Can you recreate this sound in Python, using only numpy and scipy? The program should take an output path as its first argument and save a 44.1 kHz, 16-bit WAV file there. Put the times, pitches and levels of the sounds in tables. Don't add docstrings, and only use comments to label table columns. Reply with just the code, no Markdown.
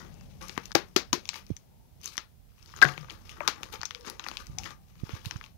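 import sys
import numpy as np
from scipy import signal
from scipy.fft import rfft, irfft
from scipy.io import wavfile
from scipy.ndimage import uniform_filter1d, map_coordinates

SR = 44100
rng = np.random.default_rng(int(sys.argv[2]) if len(sys.argv) > 2 else 0)


def volts_from_db(level):
    exponent = np.asarray(level, float) / 20
    return 10 ** exponent


def transcribe(u):
    v = np.clip(np.atleast_2d(u).T, -1, 1)
    q = np.round(v * 32767).astype(np.int16)
    wavfile.write(sys.argv[1], SR, q)


N = 245637
TIME = np.arange(N) / SR

# f/Hz, level/dB per Hz
CRACK = [(1200, -38.5), (2200, 5), (4000, 3), (6400, 5.5), (7600, -4.5), (9500, -35.5)]
SHEET = [(450, -31), (800, 0.5), (1200, 5), (1800, 2), (2600, -5.5), (4000, -43.5)]
THUD = [(70, -22.5), (180, -2.5), (350, 1), (550, -3.5), (780, -16), (1300, -37.5)]
SIZZLE = [(6000, -23.5), (8200, 1), (12000, 3.5), (15500, -2)]
# t/s, rumble level/dB
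LEAN = [(0, -50), (0.4, -51), (1.0, -59), (2.4, -71), (2.6, -74.5), (2.8, -84), (3.0, -62.5), (3.4, -61.5),
        (3.8, -65), (4.0, -71), (4.4, -71), (4.6, -45.5), (4.8, -68.5), (5.0, -67), (5.57, -65.5)]


def unit(x):
    return x / np.sqrt(np.mean(x ** 2) + 1e-20)


def peak(x):
    return x / np.abs(x).max()


def along(points, hz):
    f, v = np.transpose(points)
    return np.interp(np.log(hz + 1), np.log(f + 1), v)


def curves(rows):
    s, *cols = np.transpose(rows)
    return [np.interp(TIME, s, c) for c in cols]


def wobble(rate):
    return map_coordinates(rng.standard_normal(int(N * rate / SR) + 4), [TIME * rate])


def coloured(x, spectrum, size=8192):
    cep = irfft(np.log(volts_from_db(along(spectrum, np.fft.rfftfreq(size, 1 / SR)))))
    cep[1:size // 2] *= 2
    cep[size // 2 + 1:] = 0
    h = irfft(np.exp(rfft(cep)))[:size // 2]
    h = h.reshape((1,) * (x.ndim - 1) + (-1,))
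    return signal.fftconvolve(x, h, axes=-1)[..., :x.shape[-1]]


def noise(spectrum):
    return unit(coloured(rng.standard_normal(N), spectrum))


def add(track, s, piece):
    part = track[round(s * SR):][:len(piece)]
    part += piece[:len(part)]


def swells(rows):
    t = TIME[::15]
    gains = [volts_from_db(db - 20 * np.maximum((s - t) / rise, (t - s) / fall)) for s, db, rise, fall, *_ in rows]
    return np.repeat(gains, 15, axis=1)[:, :N]


def to_db(*gains):
    return 10 * np.log10(sum(np.sum(np.atleast_2d(g) ** 2, axis=0) for g in gains))


def walls(x, size=SR // 3):
    # f/Hz, t60/s
    decay = [(150, .11), (420, .22), (1500, .2), (4000, .18), (8000, .14), (15000, .13)]
    hz, t, z = signal.stft(rng.standard_normal(size), SR, nperseg=128)
    tail = signal.istft(z * volts_from_db(-60 * t / along(decay, hz)[:, None]), SR, nperseg=128)[1]
    tail = tail * (1 - np.exp(-np.arange(len(tail)) / SR / .002))
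    return signal.fftconvolve(np.pad(x, (200, 0)), tail / np.linalg.norm(tail))


def burst(colour, t60, rise):
    t = np.arange(1536) / SR
    fade = volts_from_db(-60 * t / (.5 * t60)) + .3 * volts_from_db(-60 * (t / t60) ** 1.17)
    attack = (1 - np.exp(-t / rise)) ** 2
    return coloured(rng.standard_normal(len(t)) * fade * attack, colour, size=1024)


def pitched(x, hz, long):
    ring = signal.lfilter(*signal.iirpeak(hz, hz / 1500, SR), x)
    return min(hz / 4000, 1) ** 2 * x + 4.5 / long ** 1.2 * ring


def snaps():
    out = np.zeros(N)
    impulse = 1. * (np.arange(1536) == 0)
    clicks = [coloured(impulse, colour, size=1024) for colour in (CRACK, SHEET, THUD, SIZZLE)]
    for s, db, hz, sheet_db, thud_db, sizzle_db in buckles():
        long = 1 + 1.1 * volts_from_db(db)
        crack = peak(pitched(burst(CRACK, 0.0092 * long, 0.00008 * long), hz, long))
        sheet = volts_from_db(sheet_db - 1.74) * peak(burst(SHEET, 0.015 * long, 0.00006))
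        thud = volts_from_db(thud_db - 0.9) * peak(burst(THUD, 0.016, 0.00024))
        sizzle = volts_from_db(sizzle_db + 2.5) * peak(burst(SIZZLE, 0.0044 * long, 0.00037))
        layers = crack, sheet, thud, sizzle
        direct = sum(layers)
        add(out, s - .0001, volts_from_db(db - 1.72) * direct)

        echo = np.convolve(direct, rng.standard_normal(130) * np.hanning(130))
        add(out, s + .0058, volts_from_db(db - 16.5) * peak(echo))

        smooth = [pitched(clicks[0], hz, long), *clicks[1:]]
        spread = sum(click * np.linalg.norm(x) / np.linalg.norm(click)
                     for click, x in zip(smooth, layers))
        size = SR // 3 if long > 1.2 else SR // 7
        add(out, s, volts_from_db(db - 17.5) * long * walls(spread, size))
    return out


def buckles():
    # t/s, crack peak level/dB, crack f/Hz, sheet level/dB re crack, bar thud level/dB re crack
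    slaps = [(0.7491, -27, 5010, 2.5, 6), (0.751, -11, 2993, 1, 0.5), (0.7517, -2, 3800, -2.5, -6),
             (0.753, -5, 4600, -4.5, -3.5), (0.9617, -13.5, 3000, -3.5, -4.5),
             (0.9625, -3, 4000, -8.5, -10.5), (0.9631, -0.5, 4600, -6.5, -10.5), (1.129, -12, 2600, 0, -6),
             (1.13, -1, 4286, -12, -14.5), (1.1323, -9, 5940, -8, -7.5), (2.8205, -23.5, 5200, 6.5, -18.5),
             (2.826, -3, 3500, -7.5, -14), (3.4767, -1.5, 3920, -4.5, -24.5),
             (3.632, -17.5, 4130, -4.5, -19), (4.2856, -15, 4700, -3.5, -41)]
    presses = [(0.049, -39.5, 3260, -18, 2), (0.495, -22, 3800, -6, -14), (0.577, -18, 2330, 5.5, 1),
               (2.1786, -11, 3950, -2, -18.5), (2.8157, -9.5, 3670, 0, -22.5),
               (2.8185, -9, 2580, 0.5, -17.5), (2.8442, -16.5, 3630, -13, 1),
               (2.852, -14.5, 3300, -5.5, -7.5), (2.886, -22.5, 3650, -0.5, -16),
               (2.978, -20.5, 2300, -3, -11.5), (3.0845, -48, 4880, 14, -8.5), (3.4053, -34, 2730, 19, 2.5),
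               (3.4724, -41, 2300, 9, -10), (3.483, -11.5, 5070, -2.5, -11.5), (3.609, -49.5, 3800, -5, 14),
               (3.8316, -20.5, 4800, 5.5, -12.5), (4.314, -21, 3400, -3.5, -10.5),
               (4.706, -32, 4000, 0.5, -10), (4.663, -31.5, 2300, 6, -5), (5.093, -28, 4250, 0, -1.5),
               (1.29, -9.5, 4050, -17.5, -49.5)]
    # t/s, crack peak level/dB, crack f/Hz, sheet level/dB re crack
    folds = [(0.21, -38, 5400, -1), (0.565, -53, 3400, 23), (0.708, -49.5, 3100, 20),
             (0.7174, -18, 4900, -6), (1.342, -24.5, 2610, -5), (2.1553, -39, 2300, 5),
             (2.627, -36, 5640, -25), (2.692, -38, 2310, -4), (2.738, -45.5, 2300, 18),
             (2.763, -30, 6740, -5), (2.889, -23.5, 2300, 7), (3.045, -41, 3300, 8.5),
             (3.099, -23, 3030, -14), (3.757, -28.5, 2860, -2.5), (3.808, -37, 2600, 4),
             (3.8146, -18, 4600, -9), (3.908, -18.5, 3320, -4), (3.948, -19, 3250, -14.5),
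             (4.0471, -42.5, 2980, 9), (4.1956, -18, 3500, -3.5), (4.2403, -22.5, 3220, -13),
             (4.2645, -36, 2328, 18.5), (4.899, -51, 6000, 0), (4.955, -49, 2970, 4),
             (5.0655, -44, 2280, -8), (5.1293, -43, 2330, 0), (5.31, -16.5, 3780, -3.5),
             (5.36, -35.5, 3000, 5.5), (5.412, -33, 2400, 5.5), (5.44, -26, 2600, -12),
             (1.332, -34, 2300, 5), (1.357, -26, 2600, 0), (3.7306, -28, 2380, -4), (3.742, -34.5, 2300, 6),
             (3.823, -35, 3400, 2), (3.987, -51, 2800, -8), (4.992, -49, 3920, -5), (4.078, -34.5, 2300, 5),
             (4.089, -32, 3000, -4), (4.205, -37.5, 3880, -6), (5.113, -40, 2570, -9),
             (5.147, -36, 2300, -14), (5.25, -32.5, 2300, 1)]
    # t/s, crack peak level/dB, crack f/Hz, sizzle level/dB re crack
    ticks = [(0.1418, -43, 6360, -18), (0.483, -28.5, 6600, -5), (0.656, -22.5, 5530, -14),
             (1.2544, -23.5, 2950, -19), (1.466, -37.5, 4970, -13.5), (1.5662, -25, 6420, -16.5),
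             (2.0142, -36.5, 6250, -10), (2.0335, -32, 6000, -4), (2.043, -26, 6500, -8),
             (2.0576, -16, 6600, -10), (2.169, -25.5, 4840, -10), (2.66, -35, 4780, -17),
             (2.937, -32, 3120, -20), (3.2933, -25.5, 2950, -17), (3.727, -26.5, 4370, -6),
             (3.7409, -45, 5130, -14), (3.854, -14.5, 5500, -19), (3.858, -23, 6300, -20),
             (4.009, -31.5, 5000, -15), (3.011, -36, 4900, -15), (3.106, -24, 3000, -33.5),
             (4.099, -21.5, 5300, -2), (5.462, -37, 1900, -23.5), (4.37, -14.5, 3130, -21.5),
             (4.4683, -28.5, 4300, -10.5), (4.5852, -12.5, 5900, -16.5), (4.6347, -23.5, 2850, -13),
             (4.6415, -24, 5630, -14), (4.656, -27, 2300, -16), (4.522, -47.5, 6500, -16),
             (5.2575, -20, 4150, -11), (3.793, -41, 2900, -14), (4.181, -53, 5350, -10),
             (4.275, -33, 5470, -18), (4.564, -52, 5980, -14), (5.368, -36, 6060, -19)]

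    def sizzle(db, hz):
        return db + 2 * np.log2(hz / 4000)

    rows = [(*row, -13 + 0.5 * row[3]) for row in slaps]
    rows += [(*row, sizzle(-21.5, row[2])) for row in presses]
    rows += [(*row, row[3] - 24.5, sizzle(-24.5, row[2])) for row in folds]
    rows += [(s, db, hz, -18.5, -33, sizzle_db) for s, db, hz, sizzle_db in ticks]
    return rows


def rustle():
    level_db, sheet_db, sizzle_db = rubbing()
    clumps = volts_from_db(2.2 * wobble(45) + 2.6 * wobble(170))

    def layer(colour, grains, rub):
        rough = clumps * (grains + rub * rng.standard_normal(N))
        return unit(volts_from_db(1.5 * wobble(60)) * coloured(rough, colour))

    bright = layer(CRACK, creases(260, [2300, 3000, 3900, 5000, 6300], sharpness=3), rub=.55)
    sheet = layer(SHEET, creases(200, [850, 1150, 1550, 2000], sharpness=5), rub=.65)
    thud = layer(THUD, 0, rub=1)
    sizzle = layer(SIZZLE, creases(500, [11000], sharpness=0.52), rub=0.99)
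    paper = bright + volts_from_db(sheet_db) * (sheet + 0.59 * thud) + volts_from_db(sizzle_db) * sizzle
    paper = volts_from_db(level_db - 5.0) * unit(patchy(paper, depth_db=2.0)) * np.std(paper)
    return paper + volts_from_db(-6) * walls(paper)[:N]


def rubbing():
    # t/s, rustle level/dB
    firmness = [(0, -59.5), (0.39, -62), (0.45, -44), (0.68, -50.5), (0.9, -62), (1.27, -58), (1.5, -58.5),
                (1.7, -83), (1.99, -71), (2.22, -65), (2.3, -95), (2.62, -56), (3.3, -62.5), (4.43, -53),
                (4.74, -70.5), (5.05, -58), (5.4, -59), (5.57, -78.5)]
    # t/s of the peak, peak level/dB, rise/s, fall/s (20 dB each),
    # sheet level/dB re rustle
    slides = [(0.01, -47.5, 0.11, 0.12, 5), (0.416, -33, 0.0097, 0.045, -2.5),
              (1.359, -36.5, 0.1, 0.07, -4), (2.06, -41.5, 0.05, 0.16, -10.5),
              (2.012, -51.5, .006, .05, -2), (2.765, -45, 0.04, 0.39, -5), (2.93, -46.5, 0.23, 0.27, 3.5),
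              (3.119, -41, 0.04, 0.054, -1.5), (3.306, -44.5, 0.088, 0.14, -4),
              (3.459, -48, 0.26, 0.43, 3.5), (3.638, -44.5, 0.037, 0.073, -1),
              (3.739, -31.5, 0.024, 0.02, -2), (4.049, -40, .008, 0.082, -1.5),
              (3.96, -46.5, .008, 0.044, -2), (5.0, -52.5, .03, .15, -2.5), (4.085, -40, 0.075, 0.062, 2.5),
              (4.29, -46, .17, 0.23, 1.6), (4.61, -45, 0.049, .1, -6.5), (4.658, -36, 0.055, 0.04, 0),
              (4.707, -40.5, .012, .02, 0), (5.11, -44.5, 0.12, 0.18, -2.5),
              (5.151, -39, 0.057, 0.035, -1.5), (5.259, -41, 0.041, 0.11, -7.5),
              (5.451, -49.5, 0.095, 0.06, -3.5), (2.789, -50, 0.054, 0.041, 8),
              (2.861, -36, 0.014, .07, 8.5), (2.89, -39.5, 0.023, .04, 7.5),
              (2.921, -46.5, .01, 0.026, 10.5), (3.416, -41, 0.012, .06, 10.5),
              (4.271, -40.5, 0.0063, .04, -1.5), (5.32, -46.5, 0.0088, 0.056, 4.5)]
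    grip = volts_from_db(curves(firmness)[0])
    strokes = swells(slides)
    wide_db = np.array(slides)[:, -1:]
    thin_db = -11.5 - 0.51 * wide_db
    level_db = to_db(grip, strokes)
    sheet_db = to_db(grip * volts_from_db(-5.5), strokes * volts_from_db(wide_db)) - level_db
    sizzle_db = to_db(grip * volts_from_db(-8.5), strokes * volts_from_db(thin_db)) - level_db
    return level_db, sheet_db, sizzle_db


def creases(rate, pitches_hz, sharpness):
    out = np.zeros(N)
    for hz in pitches_hz:
        sizes = volts_from_db(2.8 * np.minimum(rng.exponential(size=N), 2.7))
        ticks = sizes * rng.choice([-1, 1], N) * (rng.random(N) < rate / SR)
        out += unit(signal.lfilter(*signal.iirpeak(hz, sharpness, SR), ticks))
    return unit(out)


def patchy(x, depth_db):
    z = signal.stft(x, nperseg=256)[2]
    field = uniform_filter1d(rng.standard_normal(z.shape), size=6, axis=0)
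    field = uniform_filter1d(field, size=16, axis=1)
    return signal.istft(z * volts_from_db(depth_db * unit(field)), nperseg=256)[1][:N]


def plate():
    # t/s, level/dB, contact/s
    landings = [
        (2.8234, -1, .0135),
        (2.8497, -8, 0.0021),
    ]
    # f/Hz, level/dB, t60/s
    modes = [(1603, 4.5, 0.012), (1449, -7, 0.019), (1993, -8, .02), (1100, -14.5, 0.0226),
             (737, -20, 0.23)]
    out = np.zeros(N)
    t = np.arange(SR // 2) / SR

    def rock():
        return map_coordinates(rng.standard_normal(200), [t * 330])

    for s, db, contact in landings:
        free = np.maximum(t - contact, 0)
        ring = np.zeros(len(t))
        for hz, level, t60 in modes:
            fade_db = level + 0.58 * rock() - 60 * free / t60 - 240 * np.minimum(t, contact)
            ring += volts_from_db(fade_db) * np.sin(2 * np.pi * hz * t + 0.3 * rock())
        ring = ring * (1 - np.exp(-t / .0004))
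        add(out, s, volts_from_db(db - 4.5) * ring)
        add(out, s, volts_from_db(db - 20.5) * walls(ring))
    return out


def booms():
    # t/s, f/Hz, peak level/dB, t60/s, rise/s
    pushes = [(.7515, 801, -13.5, 0.071, 0.0009), (0.7525, 340, -20, 0.13, 0.0016),
              (0.9635, 367, -19, 0.093, 0.00081), (1.1292, 356.5, -23, 0.14, 0.00056),
              (1.1298, 988, -15.5, 0.054, 0.00063), (2.852, 140, -21, 0.23, 0.0012),
              (3.006, 144, -32, 0.2, 0.0041), (3.406, 589, -21, 0.042, 0.00092),
              (3.407, 916, -20.5, 0.028, 0.0018), (4.49, 144.2, -37.5, 0.41, 0.017),
              (4.509, 93, -36, 0.48, 0.032), (4.578, 770, -36, 0.14, 0.003), (4.59, 862, -41, 0.14, 0.0034),
              (5.4119, 1850, -23, 0.0037, 0.00032)]
    out = np.zeros(N)
    t = np.arange(SR // 2) / SR
    for s, hz, db, t60, rise in pushes:
        drift = map_coordinates(rng.standard_normal(200), [t * hz / 7])
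        tone = np.sin(2 * np.pi * hz * t + min(hz / 90, 7) * t ** .5 * drift)
        close = np.cos(np.pi * t)
        add(out, s, volts_from_db(db - 60 * t / t60) * (1 - np.exp(-t / rise)) * tone * close)
    return out


def whines():
    tones = [
        (0.14, .26, 2690, -64),
        (1.636, 1.936, 899, -69),
        (3.556, 3.65, 844, -48.5),
        (3.914, 4.198, 484, -51),
        (4.578, 4.904, 787, -66),
    ]
    out = np.zeros(N)
    shimmer_db = 3.5 * wobble(70)
    slip = 1.4 * wobble(130)
    for start, end, hz, db in tones:
        swell = np.sin(np.pi * np.clip((TIME - start) / (end - start), 0, 1)) ** .5
        out += volts_from_db(db + shimmer_db) * swell * np.sin(2 * np.pi * hz * TIME + slip)
    return out


def table():
    jolts = [
        (0, -43.5, .1, 0.4),
        (3.0, -47.5, 0.38, 0.097),
        (4.8, -55, 0.12, 0.59),
    ]
    rumble_db, = curves(LEAN)
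    hum_db = -57 + 0.88 * (rumble_db + 58)
    jolt_db = to_db(swells(jolts))
    rumble = volts_from_db(rumble_db - 2.5) * noise([(15, -30), (35, 8.5), (60, -2.5), (95, 6.5), (130, -41)])
    hum = volts_from_db(hum_db - 5.5) * noise([(120, -32.5), (160, -7.0), (185, 6), (250, -4), (300, -40.5)])
    jolt = volts_from_db(jolt_db) * noise([(110, -28.5), (143, 3.5), (185, -2), (230, -48.5)])
    return rumble + hum + jolt


def room_air():
    # f/Hz, level/dB
    tone = [(30, -21), (140, 0.5), (200, -4), (330, -14), (800, -15.5), (1250, -30.5), (6300, -31),
            (8000, -48)]
    rumble_db, = curves(LEAN)
    return volts_from_db(-59.5 + 0.52 * (rumble_db + 65) + 0.57 * wobble(6.4)) * noise(tone)


def bumps():
    # t/s, peak level/dB, f/Hz, polarity, length/cycles
    knocks = [
        (1.5048, -14, 254, 0.7, 0.4),
        (1.5155, -14, 118.5, 0.65, 0.45),
        (3.797, -30, 96, 0.86, 0.27),
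        (4.499, -25, 76.5, 0.79, 0.27),
        (4.642, -40, 98.5, 0.98, 0.86),
        (5.036, -14.5, 119, 0.81, 0.24),
        (5.138, -22.5, 110, -1.14, 0.52),
        (5.269, -21.5, 118, -0.84, 0.63),
        (5.361, -22.5, 115, -0.88, 0.46),
    ]
    out = np.zeros(N)
    for s, db, hz, sign, cycles in knocks:
        turn = (TIME - s) * hz
        before = np.exp(-(turn / (.8 * cycles)) ** 2)
        after = np.exp(-np.abs(turn) / (1.5 * cycles))
        fade = np.where(turn < 0, before, after)
        slowing = 1 + 0.077 * np.clip(turn, 0, 4)
        out += sign * volts_from_db(db) * fade * np.cos(2 * np.pi * turn / slowing)
    return out - uniform_filter1d(uniform_filter1d(out, size=700), size=700)


def covered_rumble():
    # t/s of the peak, level/dB, rise/s, fall/s (20 dB each)
    nudges = [
        (0, -53, .3, 0.6),
        (.4, -50.5, 0.41, 0.86),
        (2.8, -52, 0.33, 0.44),
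        (3.45, -51.5, 0.7, 1.4),
        (4.55, -48, 0.4, 0.25),
        (5.3, -52.5, 1, 0.3),
    ]
    # f/Hz, level/dB
    muffled = [(18, -31), (45, 4), (110, -1), (145, -7), (190, -15.5), (420, -32.5), (900, -48.5),
               (3000, -49)]
    level_db = to_db(volts_from_db(-53.5), swells(nudges))
    return volts_from_db(level_db + 1.5 * wobble(12)) * noise(muffled)


def leak(paper):
    # f/Hz, level/dB
    cover = [(100, -34), (700, -54), (1600, -58), (4500, -50), (7000, -64)]
    return coloured(paper, cover)


def scene():
    paper = snaps() + rustle() + plate() + booms()
    left = paper + table() + whines() + room_air()
    right = covered_rumble() + bumps() + leak(paper)
    return np.array([left, right])


def top_cut(x):
    return signal.sosfilt(signal.butter(12, 16670, fs=SR, output="sos"), x)


def record(dry):
    # f/Hz, level/dB
    hiss = [(200, -2.5), (3500, -5.5), (8000, -7), (14000, -2.5)]
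    # start t/s, end t/s, level/dB
    dips = [
        (0.732, 0.748, -27),
        (1.113, 1.122, -5),
    ]
    # f/Hz, level/dB
    band = [(15700, 0), (15950, -22), (16700, -30), (16900, -90)]
    x = dry + volts_from_db(-69.0) * np.array([noise(hiss), noise(hiss)])
    for start, end, db in dips:
        inside = 1. * (TIME > start) * (TIME < end)
        x[0] *= volts_from_db(db * uniform_filter1d(inside, size=60))
    x = x / (1 + np.abs(x / .92) ** 8) ** (1 / 8)
    return top_cut(coloured(x, band))


dry = scene()
out = record(dry)
transcribe(out)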